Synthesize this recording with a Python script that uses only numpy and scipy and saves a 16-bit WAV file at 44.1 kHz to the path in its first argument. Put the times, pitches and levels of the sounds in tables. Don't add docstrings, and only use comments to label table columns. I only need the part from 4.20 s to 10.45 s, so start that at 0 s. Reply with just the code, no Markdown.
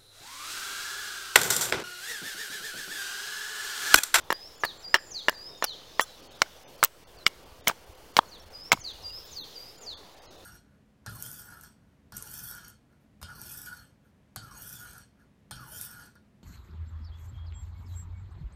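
import sys
import numpy as np
from scipy import signal
from scipy.io import wavfile
from scipy.ndimage import uniform_filter1d, map_coordinates

SR = 44100
rng = np.random.default_rng(int(sys.argv[2]) if len(sys.argv) > 2 else 0)


def invert_db(x):
    u = np.asarray(x, float) / 20
    return 10 ** u


def materialize(psi):
    bounded = np.clip(np.atleast_2d(psi).T, -1, 1)
    quanta = np.round(bounded * 32767).astype(np.int16)
    wavfile.write(sys.argv[1], SR, quanta)


N = 275625

# [t/s, strength/dB]
WIND = [(0, -66.5), (2.6, -66.5), (3.5, -63), (4.2, -65.5), (4.7, -60), (5.3, -68), (6.25, -66)]
# [t/s, level/dB]
CHORUS_BUSY = [(0, -59), (.8, -65.5), (1.35, -64), (1.55, -59.5), (2.2, -58), (2.7, -64.5), (4.5, -66),
               (5.1, -58), (5.6, -63), (6.25, -61)]
# [f/Hz, density/dB]
RUSH_SPECTRUM = [(71, -23), (120, -2), (210, -6), (242, -5), (520, 1), (647, -3), (781, -3), (1310, -8.5),
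                 (5000, -25.5), (6500, -54), (11000, -120)]
MIC_SPECTRUM = [(1760, -8), (3000, -1), (3890, -12.5), (4350, -2), (4700, -4.5), (7720, -9.5),
                (16000, -10.5)]
CHORUS_SPECTRUM = [(2200, -31), (3000, -8), (3600, -1), (4500, -8), (5600, -8.5), (7000, -14)]
BUFFET_SPECTRUM = [(15, -6), (40, 10.5), (90, 6.5), (130, -8.5), (200, -19), (400, -37.5)]
# [t/s, peak level/dB, f/Hz]
GUSTS = [
    (3.7, -41.5, 52.8),
    (4.592, -41, 85.7),
    (4.85, -42, 49),
]

# [t/s, peak level/dB, main ring f/Hz, low rings/dB, bright
# rings/dB]
BITES = [(0.1038, -9.5, 1660, -2, -7.5), (0.106, -13.5, 1800, -0.5, -17), (0.436, -9.5, 1680, 1, -19),
         (0.4385, -9, 1750, -11, -35), (0.7425, 3, 1800, -17.5, -12), (0.7426, -9.5, 5500, -33, -28),
         (0.7435, -3.5, 1680, -20, -24), (1.084, 0.5, 1720, -8.5, -16), (1.4244, -12.5, 1720, 3.5, -9),
         (1.7956, -5.5, 1800, -3, -10), (2.2186, -1, 2190, -15.5, -9), (2.2186, -11, 1400, -5, -3),
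         (2.6287, -4.5, 2120, -8, -8.5), (3.0651, -2, 2220, -22, -4.5), (3.0645, -4.5, 1324, -16, -10),
         (3.4732, -5.5, 2176, -9.5, -5.5), (3.967, -3.5, 2210, -10, -4), (4.5183, 2, 2190, -18, -12.5),
         (4.52, -21, 2400, -27, 5)]
REBOUNDS = [(0.1207, -15, 1700, -3, -20), (0.1262, -10.5, 1670, -1, -34), (0.4492, -11, 1700, -4, -30),
            (0.7612, -18, 1690, -19, -37), (0.785, -22, 1700, -31, -36.5), (1.0938, -14, 1570, 4.5, -25),
            (1.127, -31, 1830, 1, -19.5), (1.4418, -11.5, 860, 1, -6), (1.8043, -14, 1920, -12.5, -5),
            (2.261, -35, 1500, -16, -26), (2.637, -7, 1300, -11.5, -7), (3.4974, -12.5, 1190, 2.5, -21),
            (3.512, -17.5, 890, -9, -11), (3.989, 3, 920, -13, -28), (3.9902, -9, 3320, -23, -21),
            (4.032, -27.5, 1050, -6, -29), (4.5298, -10, 850, -1, -22), (4.574, -30.5, 1080, 2, -22)]
# [f/Hz, level/dB, t60/s]
CLAP = [(1500, 0, 0.0055), (3160, -3, 0.0019), (5000, -22.5, 0.0048)]
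# [f/Hz, level/dB, t60/s]
LOW_RINGS = [(500, -4, 0.0027), (672, -5.5, 0.011), (1080, 10.5, 0.0051), (1300, 0, 0.0053),
             (1570, -28, 0.016)]
UPPER_RINGS = [(2700, -11, 0.004), (3230, 9.5, 0.0033), (4000, -3.5, 0.012), (4760, -2.5, 0.0074),
               (5280, 6, 0.0029)]
HEAD_RINGS = [(6800, -9, 0.012), (7200, -1.5, 0.011), (7940, 0.5, 0.0049), (10230, 0.5, 0.0035),
              (13160, -8, 0.013)]
# [f/Hz, t60/s]
STEEL = [
    (2860, 0.034),
    (5510, .034),
    (7100, 0.036),
]
# [t/s, level of each mode/dB (3 columns), t60 factor]
STEEL_HITS = [(.1045, -30, -32, -37, 1.8), (0.4358, -28, -40, -43, .8), (.7425, -12, -30, -28, 1.3),
              (1.084, -14.5, -44, -44, .9), (1.4245, -32, -36, -40, .7), (1.795, -22, -32, -38, .7),
              (2.2188, -30, -19, -22, .5), (2.63, -28, -34, -42, .6), (3.066, -11, -23, -26, .6),
              (3.4733, -24, -24, -38, .8), (3.9672, -20, -26, -36, .6), (4.5195, -16, -32, -28, .45)]
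# [t/s, level/dB, f/Hz, t60/s, swell/s]
ROCKS = [(.7465, -16, 943, 0.025, .001), (.752, -18, 1670, 0.032, .002), (.7592, -8, 1784, .014, .003),
         (1.0985, -27, 1760, 0.029, .002), (1.099, -33, 3200, 0.013, .001),
         (2.2292, -29, 2140, 0.018, .001), (2.2292, -26, 640, 0.015, 0.00087),
         (2.6287, -4, 1300, .008, .0004), (2.2185, 0, 5000, .004, .0002), (2.2185, -5, 5900, .004, .0002),
         (2.2187, 1, 2900, .004, .0003), (2.2187, -3, 1750, .004, .0003), (3.0647, -5, 5050, .005, .0002),
         (3.0647, -6, 3800, .003, .0002), (3.0648, -6, 1700, .004, .0003), (3.4968, -9, 1200, .011, .001),
         (3.4962, -26, 3500, .012, .0005), (4.5312, -9, 1250, .009, .0006), (4.5183, -8, 1500, .005, .0003),
         (4.5183, -14, 4200, .006, .0003), (.7585, -26, 4050, .012, .001),
         (3.4797, -11.5, 3000, 0.011, .0003), (3.9902, 0.5, 1230, 0.0095, 0.00036),
         (3.9906, -8, 4000, 0.0046, 0.00018), (4.5186, -14, 6400, 0.019, 0.00044),
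         (4.5315, -18, 3900, .008, 0.00034), (4.5328, -10, 1000, .013, 0.0017),
         (4.539, -26, 2200, 0.022, .001)]

TEAR_STARTS = [.106, .439, .744, 1.085, 1.426, 1.441, 1.806, 2.22, 2.63, 3.066, 3.469, 3.474, 3.968, 4.52,
               4.86]
# [woody level/dB, hiss level/dB, length/s, fade t60/s]
TEARS = [(-41, -41, 0.024, 0.018), (-34.5, -40.5, 0.015, 0.035), (-23, -35.5, 0.0097, 0.062),
         (-24, -37, 0.0068, 0.022), (-34, -58, .014, 0.039), (-29.5, -47, 0.0029, 0.034),
         (-31, -35, 0.0059, 0.034), (-29.5, -32, 0.0033, 0.021), (-31.5, -31, 0.015, 0.086),
         (-35, -35.5, 0.012, 0.022), (-43, -34, 0.0031, 0.0088), (-27, -33, 0.019, 0.067),
         (-31, -31, 0.017, 0.016), (-20.5, -24, 0.0099, 0.034), (-69, -59.5, 0.062, .03)]
# [f/Hz, density/dB]
WOODY_SPECTRUM = [(150, -35), (350, -4.5), (700, 3.5), (1100, 7), (1800, -1.5), (2400, -1), (2950, 1.5),
                  (4500, -11.5), (5600, -32.5), (9000, -42.5)]
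TEAR_HISS_SPECTRUM = [(1500, -27), (3000, -5), (6000, -1), (9000, -8), (13000, -15), (16000, -4)]
# [t/s, peak level/dB, f/Hz]
THUDS = [(.107, -28.5, 234), (.445, -41, 91), (2.222, -34.5, 130), (2.632, -35, 131), (3.069, -35, 132),
         (3.479, -28, 150), (3.5, -31, 205), (3.972, -31, 149), (3.992, -22.5, 201), (4.534, -25, 140.3),
         (4.55, -33, 200)]

# [t/s, f/Hz, level/dB]
RISE = [(0, 6600, -24), (.013, 5200, -13), (.028, 4770, -4), (.043, 4770, 1), (.075, 4850, -7),
        (.12, 5020, -5), (.16, 5250, -4), (.176, 5450, -12), (.188, 5750, -26)]
FALL = [(0, 7500, -24), (.012, 7080, -14), (.031, 6250, -7), (.047, 5400, -18), (.066, 4680, 0),
        (.088, 4290, 0), (.13, 3530, -6), (.143, 3280, -12), (.15, 3100, -26)]
PICKUP = [(-.042, 6640, -41), (-.03, 6980, -17.5), (-.012, 7250, -28)]
# [t/s, level/dB, pitch factor, length factor, gain over the note/dB]
RISES = [
    (0.114, -48.5, 1.02, 0.94, 3),
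    (0.62, -43, 1, 0.93, -5),
    (1.124, -48, 0.99, 1.0, 4.5),
    (4.317, -48.5, 1.03, 0.95, 2.5),
    (4.819, -43, 1.001, 1.001, 2),
    (5.335, -43, 0.99, 1.06, -10),
]
FALLS = [
    (.39, -44, 0.99, 0.91, 0),
    (0.895, -38.5, 0.99, 0.86, -0.87),
    (1.408, -43.5, 0.96, 0.99, 0),
    (4.073, -52.5, 0.97, 0.73, 0),
    (4.591, -41.5, 0.98, 0.91, 0),
    (5.105, -42, 0.99, 0.97, -1.04),
    (5.609, -42, 1, 0.96, -1.2),
]
# [f/Hz, t60/s]
TREES_T60 = [(300, .25), (1100, 0.408), (1800, 0.8), (2200, .3), (2700, 0.33), (4500, 0.63), (8000, 1),
             (14000, 0.21)]

# [t/s, level/dB]
LINGER = [
    (.125, -50.5),
    (0.451, -51.5),
    (.76, -46),
    (1.095, -45),
]
# [f/Hz, density/dB]
HUM_SPECTRUM = [(1400, -26.5), (1650, -5), (1850, -4), (2150, -23)]
# [t/s, peak level/dB, f/Hz, t60/s]
SNAPS = [(0.127, -11.5, 3250, 0.0078), (0.4529, -14, 4500, 0.0054), (1.0954, -10, 5000, 0.0079),
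         (1.4418, -3.5, 5700, 0.006), (1.446, -7.5, 5500, 0.0061), (1.4516, -23, 5150, 0.0066),
         (1.8108, -12, 3120, 0.017), (2.6383, 7, 7600, 0.0037), (2.6388, 0, 7900, 0.0057),
         (2.6443, -15, 9000, .004), (2.6472, 6.5, 13500, 0.0034), (3.079, -14, 3350, 0.0046),
         (3.4801, -5, 7200, 0.0065), (3.4822, -0.5, 6000, 0.0047), (3.974, -21, 3120, 0.01)]
# [t/s, length/s, first f/Hz, last f/Hz, level/dB]
FAR_WHISTLES = [(0.535, 0.74, 7340, 7240, -71), (1.288, 0.19, 3760, 3650, -65),
                (1.449, .24, 3080, 3070, -65.5), (1.716, 0.084, 4300, 5200, -64),
                (1.864, .09, 4200, 3890, -63), (2.424, 0.082, 7000, 5880, -70),
                (2.59, .04, 4950, 4320, -63), (2.966, 0.069, 5100, 4020, -59.5),
                (4.055, 0.036, 4480, 4270, -66), (4.722, 0.3, 2920, 2800, -68),
                (4.196, 0.024, 5430, 5520, -62), (6.05, 0.05, 6470, 3860, -67)]
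# [f/Hz, level/dB]
HELD_TONES = [(1250, -48), (1550, -51), (3418, -48), (5518, -51.5), (5927, -49), (6175, -49), (7122, -48.5),
              (7628, -49), (9738, -59), (10040, -49.5), (10761, -49), (15127, -52)]
# [t/s, length/s]
HELD_SPAN = (1.814, 0.032)
# [t/s, f/Hz, level/dB]
SQUEAK = [
    [(4.91, 11975, -82), (4.926, 12078, -62.5), (5.04, 12389, -64), (5.084, 13139, -66.5),
     (5.158, 12086, -67), (5.22, 12188, -60), (5.242, 12097, -74), (5.282, 12543, -65.5),
     (5.34, 12504, -72.5)],
    [(5.36, 11769, -70), (5.37, 11446, -69), (5.392, 11755, -65), (5.512, 10769, -73), (5.53, 10511, -72)],
]

# [lowest f/Hz, list of middles t/s]
THIN_MOMENTS = [(6070, [.032, .781, 2.016, 2.183, 3.656, 4.17]),
                (4500, [2.141, 2.977, 3.249, 4.725, 5.958]),
                (3000, [2.571, 3.741, 3.931, 4.211, 4.252, 4.295, 4.425]),
                (2000, [.37, 0.393, .587, .669, 0.927, 1.014, 1.164, 1.519, 3.765, 5.046, 5.574]),
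                (1000, [4.917, 5.6, 5.687, 6.17])]
# [t/s, length/s, lowest f/Hz]
DROUGHTS = [(1.813, 0.019, 700), (2.076, .032, 4500), (2.438, 0.039, 4500), (2.841, 0.03, 1000),
            (3.048, 0.016, 700), (3.413, 0.027, 4000), (4.501, 0.013, 1500), (4.608, 0.029, 3000),
            (5.188, .05, 1000), (5.741, 0.031, 3000), (5.994, 0.025, 4000), (6.062, 0.045, 2000)]
# [t/s, gain/dB, recovery/s]
DUCK = (2.66, -7, 0.16)

RUSH_DB, HISS_DB, CHORUS_DB = -55, -60.5, -63
RUSH_FOLLOWS, CHORUS_GROWS = 0.067, 1.6
BITE_HEAD_DB, REBOUND_HEAD_DB = -8, -15
CLAP_DB_PER_OCTAVE = 9
LEAVES_DB, LEAVES_T60 = -9, .09
FAR_FADE_DB, FAR_BEND = -2.5, 2.8
THIN_S, THIN_LOSS_DB, DROUGHT_LOSS_DB = .013, -16, -32
SURVIVOR_DB = 0
TOP_HZ = 16000


def unit(x):
    return x / np.sqrt(np.mean(x ** 2) + 1e-20)


def along(points, hz):
    f, v = np.transpose(points)
    return np.interp(np.log(hz + 1), np.log(f + 1), v)


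def wobble(rate):
    knots = rng.standard_normal(int(N * rate / SR) + 4)
    return map_coordinates(knots, [np.arange(N) * rate / SR])


def add(track, s, piece):
    part = track[round(s * SR):][:len(piece)]
    part += piece[:len(part)]


def noise(spectrum, patchy_db):
    hz, _, z = signal.stft(rng.standard_normal(N), SR, nperseg=1024)
    field = uniform_filter1d(rng.standard_normal(z.shape), 10, 0)
    field = uniform_filter1d(field, 6, 1)
    points = [(0.62, -120)] + list(spectrum) + [(SR / 2, -120)]
    shape = along(points, hz)[:, None]
    z = z * invert_db(shape + patchy_db * unit(field))
    return unit(signal.istft(z, SR, nperseg=1024)[1][:N])


def whistle(rows, flutter_db):
    s, hz, db = np.transpose(rows)
    t = np.arange(s[0], s[-1], 1 / SR)
    flutter = np.interp(t, np.linspace(s[0], s[-1], 40), rng.standard_normal(40))
    edge = np.clip(np.minimum(t - s[0], s[-1] - t) / 0.0019, 0, 1)
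    level = invert_db(np.interp(t, s, db) + 6.0 + flutter_db * flutter)
    phase = 2 * np.pi * np.cumsum(np.interp(t, s, hz)) / SR
    return edge * level * np.sin(phase)


def air():
    t = np.arange(N) / SR
    wind_db = np.interp(t, *np.transpose(WIND))
    busy_db = np.interp(t, *np.transpose(CHORUS_BUSY))
    rush_db = RUSH_DB + RUSH_FOLLOWS * (wind_db - wind_db.mean()) + 0.26 * wobble(7.4)
    out = invert_db(rush_db) * noise(RUSH_SPECTRUM, patchy_db=2.0)
    out += invert_db(HISS_DB + 1.19 * wobble(2.8)) * noise(MIC_SPECTRUM, patchy_db=-0.2)
    chorus_db = CHORUS_DB + CHORUS_GROWS * (busy_db - busy_db.mean()) + 1.2 * wobble(4)
    out += invert_db(chorus_db) * noise(CHORUS_SPECTRUM, patchy_db=3.0)
    lumps = invert_db(2.0 * wobble(6.6)) * noise(BUFFET_SPECTRUM, patchy_db=1.0)
    out += invert_db(wind_db + 3.5) * unit(lumps)
    return out + puffs(GUSTS)


def knocks():
    out, t = np.zeros(N), np.arange(SR // 16) / SR
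    contacts = [row + (BITE_HEAD_DB,) for row in BITES]
    contacts += [row + (REBOUND_HEAD_DB,) for row in REBOUNDS]
    luck = rng.standard_normal((len(contacts), 2, 19))
    for (s, db, main_hz, low_db, bright_db, head_db), (level, pitch) in zip(contacts, luck):
        modes = [(main_hz, 0, .012 if main_hz < 4000 else .04)]
        clap_db = CLAP_DB_PER_OCTAVE * np.log2(min(main_hz, 2000) / 2000)
        families = ((CLAP, clap_db), (LOW_RINGS, low_db), (UPPER_RINGS, bright_db),
                    (HEAD_RINGS, bright_db + head_db))
        for family, gain_db in families:
            modes += [(hz, d + gain_db, t60) for hz, d, t60 in family]
        hz, d, t60 = np.transpose(modes)[:, :, None]
        hz = hz * (1 + .012 * pitch[:, None] * (hz != main_hz))
        ring = invert_db(d + 2.5 * level[:, None] - 60 * t / t60) * np.sin(2 * np.pi * hz * t)
        attack = 1.0 / main_hz * invert_db(-.3 * db)
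        add(out, s, -invert_db(db - 0.5) * ring.sum(0) * (1 - np.exp(-t / attack)))
    return signal.sosfilt(signal.butter(2, 260, "high", fs=SR, output="sos"), out)


def rings():
    out, t = np.zeros(N), np.arange(SR // 16) / SR
    rows = []
    for s, *levels, free in STEEL_HITS:
        rows += [(s, db, hz, free * t60, .0005) for db, (hz, t60) in zip(levels, STEEL)]
    for s, db, hz, t60, swell in rows + ROCKS:
        level = invert_db(db - 60 * t / t60) * (1 - np.exp(-t / swell))
        add(out, s, -level * np.sin(2 * np.pi * hz * t))
    return out


def tears():
    woody, hiss, t = np.zeros(N), np.zeros(N), np.arange(SR // 6) / SR
    for s, (woody_db, hiss_db, length, t60) in zip(TEAR_STARTS, TEARS):
        shape = invert_db(-60 * np.maximum(t - length, 0) / t60) * np.clip(t / .001, 0, 1)
        add(woody, s, invert_db(woody_db) * shape)
        add(hiss, s, invert_db(hiss_db) * shape)
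    grain = unit(invert_db(4 * wobble(900)))
    woody = woody * noise(WOODY_SPECTRUM, patchy_db=2.5)
    return woody + hiss * grain * noise(TEAR_HISS_SPECTRUM, patchy_db=3.0)


def puffs(rows):
    out = np.zeros(N)
    for s, db, hz in rows:
        u = np.linspace(-3, 3, int(1.2 * SR / hz))
        add(out, s - .6 / hz, invert_db(db) * (1 - u * u) * np.exp(-u * u / 2))
    return out


def tit():
    out = np.zeros(N)
    for note, sung in ((RISE, RISES), (FALL, FALLS), (PICKUP, FALLS)):
        for s, db, pitch, length, gained_db in sung:
            rows = np.array(note) * [length, pitch, 1] + [s, 0, db]
            rows[:, 2] += gained_db * (rows[:, 0] - s) / 0.16
            add(out, rows[0, 0], whistle(rows, flutter_db=2.0))
    return out


def leaves(x):
    t = np.arange(SR // 12) / SR
    tail = invert_db(-60 * t / LEAVES_T60) * rng.standard_normal(len(t)) * (t > .003)
    return invert_db(LEAVES_DB) * signal.fftconvolve(x, tail / np.linalg.norm(tail))[:N]


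def trees(x):
    out, step = np.zeros(N), SR // 4
    for i in range(0, N, step):
        hz, t, z = signal.stft(rng.standard_normal(SR // 2), SR, nperseg=256)
        decay = invert_db(-60 * t / along(TREES_T60, hz)[:, None])
        tail = signal.istft(z * decay, SR, nperseg=256)[1]
        add(out, i / SR + 0.013, signal.fftconvolve(x[i:i + step], tail / np.linalg.norm(tail)))
    return out


def lingering():
    level, t = np.zeros(N), np.arange(SR // 3) / SR
    for s, db in LINGER:
        add(level, s, invert_db(db - 60 * t / 0.32))
    return level * noise(HUM_SPECTRUM, patchy_db=2.5)


def snaps():
    out, t = np.zeros(N), np.arange(SR // 30) / SR
    for (s, db, hz, t60), hiss in zip(SNAPS, rng.standard_normal((len(SNAPS), len(t)))):
        crack = np.sin(2 * np.pi * hz * t) + 0.78 * np.diff(hiss, prepend=0)
        add(out, s, invert_db(db - 9 - 60 * t / max(t60, .001)) * crack)
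    return out


def far_birds():
    out, u = np.zeros(N), np.linspace(0, 1, 9)
    for s, length, first_hz, last_hz, db in FAR_WHISTLES:
        hz = last_hz + (first_hz - last_hz) * (1 - u) ** FAR_BEND
        level_db = db + FAR_FADE_DB * (2 * u - 1) ** 4
        rows = np.transpose([s + length * u, hz, level_db])
        add(out, s, whistle(rows, flutter_db=5.5))
    return out


def held_tones():
    out, (s, length) = np.zeros(N), HELD_SPAN
    t = np.arange(int(length * SR)) / SR
    hz, db = np.transpose(HELD_TONES)[:, :, None]
    tones = invert_db(db + 14.5 - 60 * t / 0.098) * np.sin(2 * np.pi * (hz * t + rng.random(hz.shape)))
    add(out, s, tones.sum(0) * np.clip(np.minimum(t, length - t) / 0.0035, 0, 1))
    return out


def squeak():
    out = np.zeros(N)
    for rows in SQUEAK:
        rows = np.array(rows) - [0, 0, 4]
        add(out, rows[0][0], whistle(rows, flutter_db=2.0))
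        upper = rows * [1, 1.225, 1] + [0, 0, -1.5]
        add(out, rows[0][0], whistle(upper, flutter_db=6))
    return out


def scene():
    axe = knocks() + snaps() + tears() + puffs(THUDS) + rings()
    song, far = tit(), far_birds()
    echo = trees(invert_db(-36) * axe + invert_db(-7) * song + invert_db(-14) * far)
    return (axe + song + far + squeak() + echo + air() + lingering() + leaves(song))[None]


def thin_out(x, keep_db, rise_db, strong_db):
    hz, t, z = signal.stft(x, SR, nperseg=512, noverlap=448)
    loss_db = np.zeros(z.shape)
    now_db = 20 * np.log10(np.abs(z) + 1e-10)
    faint = now_db - uniform_filter1d(now_db, size=31, axis=0) < strong_db
    spans = [(s - THIN_S / 2, THIN_S, above_hz, THIN_LOSS_DB)
             for above_hz, middles in THIN_MOMENTS for s in middles]
    spans += [row + (DROUGHT_LOSS_DB,) for row in DROUGHTS]
    for s, length, above_hz, db in spans:
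        near = (t > s - THIN_S) & (t < s + length + THIN_S)
        inside = (t > s) & (t < s + length)
        level_db = 10 * np.log10(np.mean(np.abs(z[:, inside]) ** 2, 1) + 1e-20)
        above_db = level_db - uniform_filter1d(level_db, size=15)
        weak = (above_db < keep_db + rise_db * np.log2(hz / 3000 + .1))[:, None]
        during = np.clip(np.minimum(t - s, s + length - t)[near] / 0.0021 + 0.5, 0, 1)
        reach = np.clip(hz / above_hz * 4 - 2.4, 0, 1)[:, None]
        loss_db[:, near] += during * reach * faint[:, near] * np.where(weak, db, SURVIVOR_DB)
    z = z * invert_db(loss_db) * (hz < TOP_HZ)[:, None]
    return signal.istft(z, SR, nperseg=512, noverlap=448)[1][:N]


def top_cut(x):
    return signal.sosfilt(signal.butter(12, 16510, fs=SR, output="sos"), x)


def record(dry):
    s, db, recovery = DUCK
    since = np.arange(N) / SR - s
    gain = invert_db(db * (since > 0) * np.exp(-np.abs(since) / recovery))
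    limited = np.clip(gain * dry[0], -1.05, 1.05)
    thinned = thin_out(limited, keep_db=0.0, rise_db=2.0, strong_db=11)
    mix = (thinned + held_tones())[None] + 0.00094
    return top_cut(mix)


dry = scene()
out = record(dry)
materialize(out)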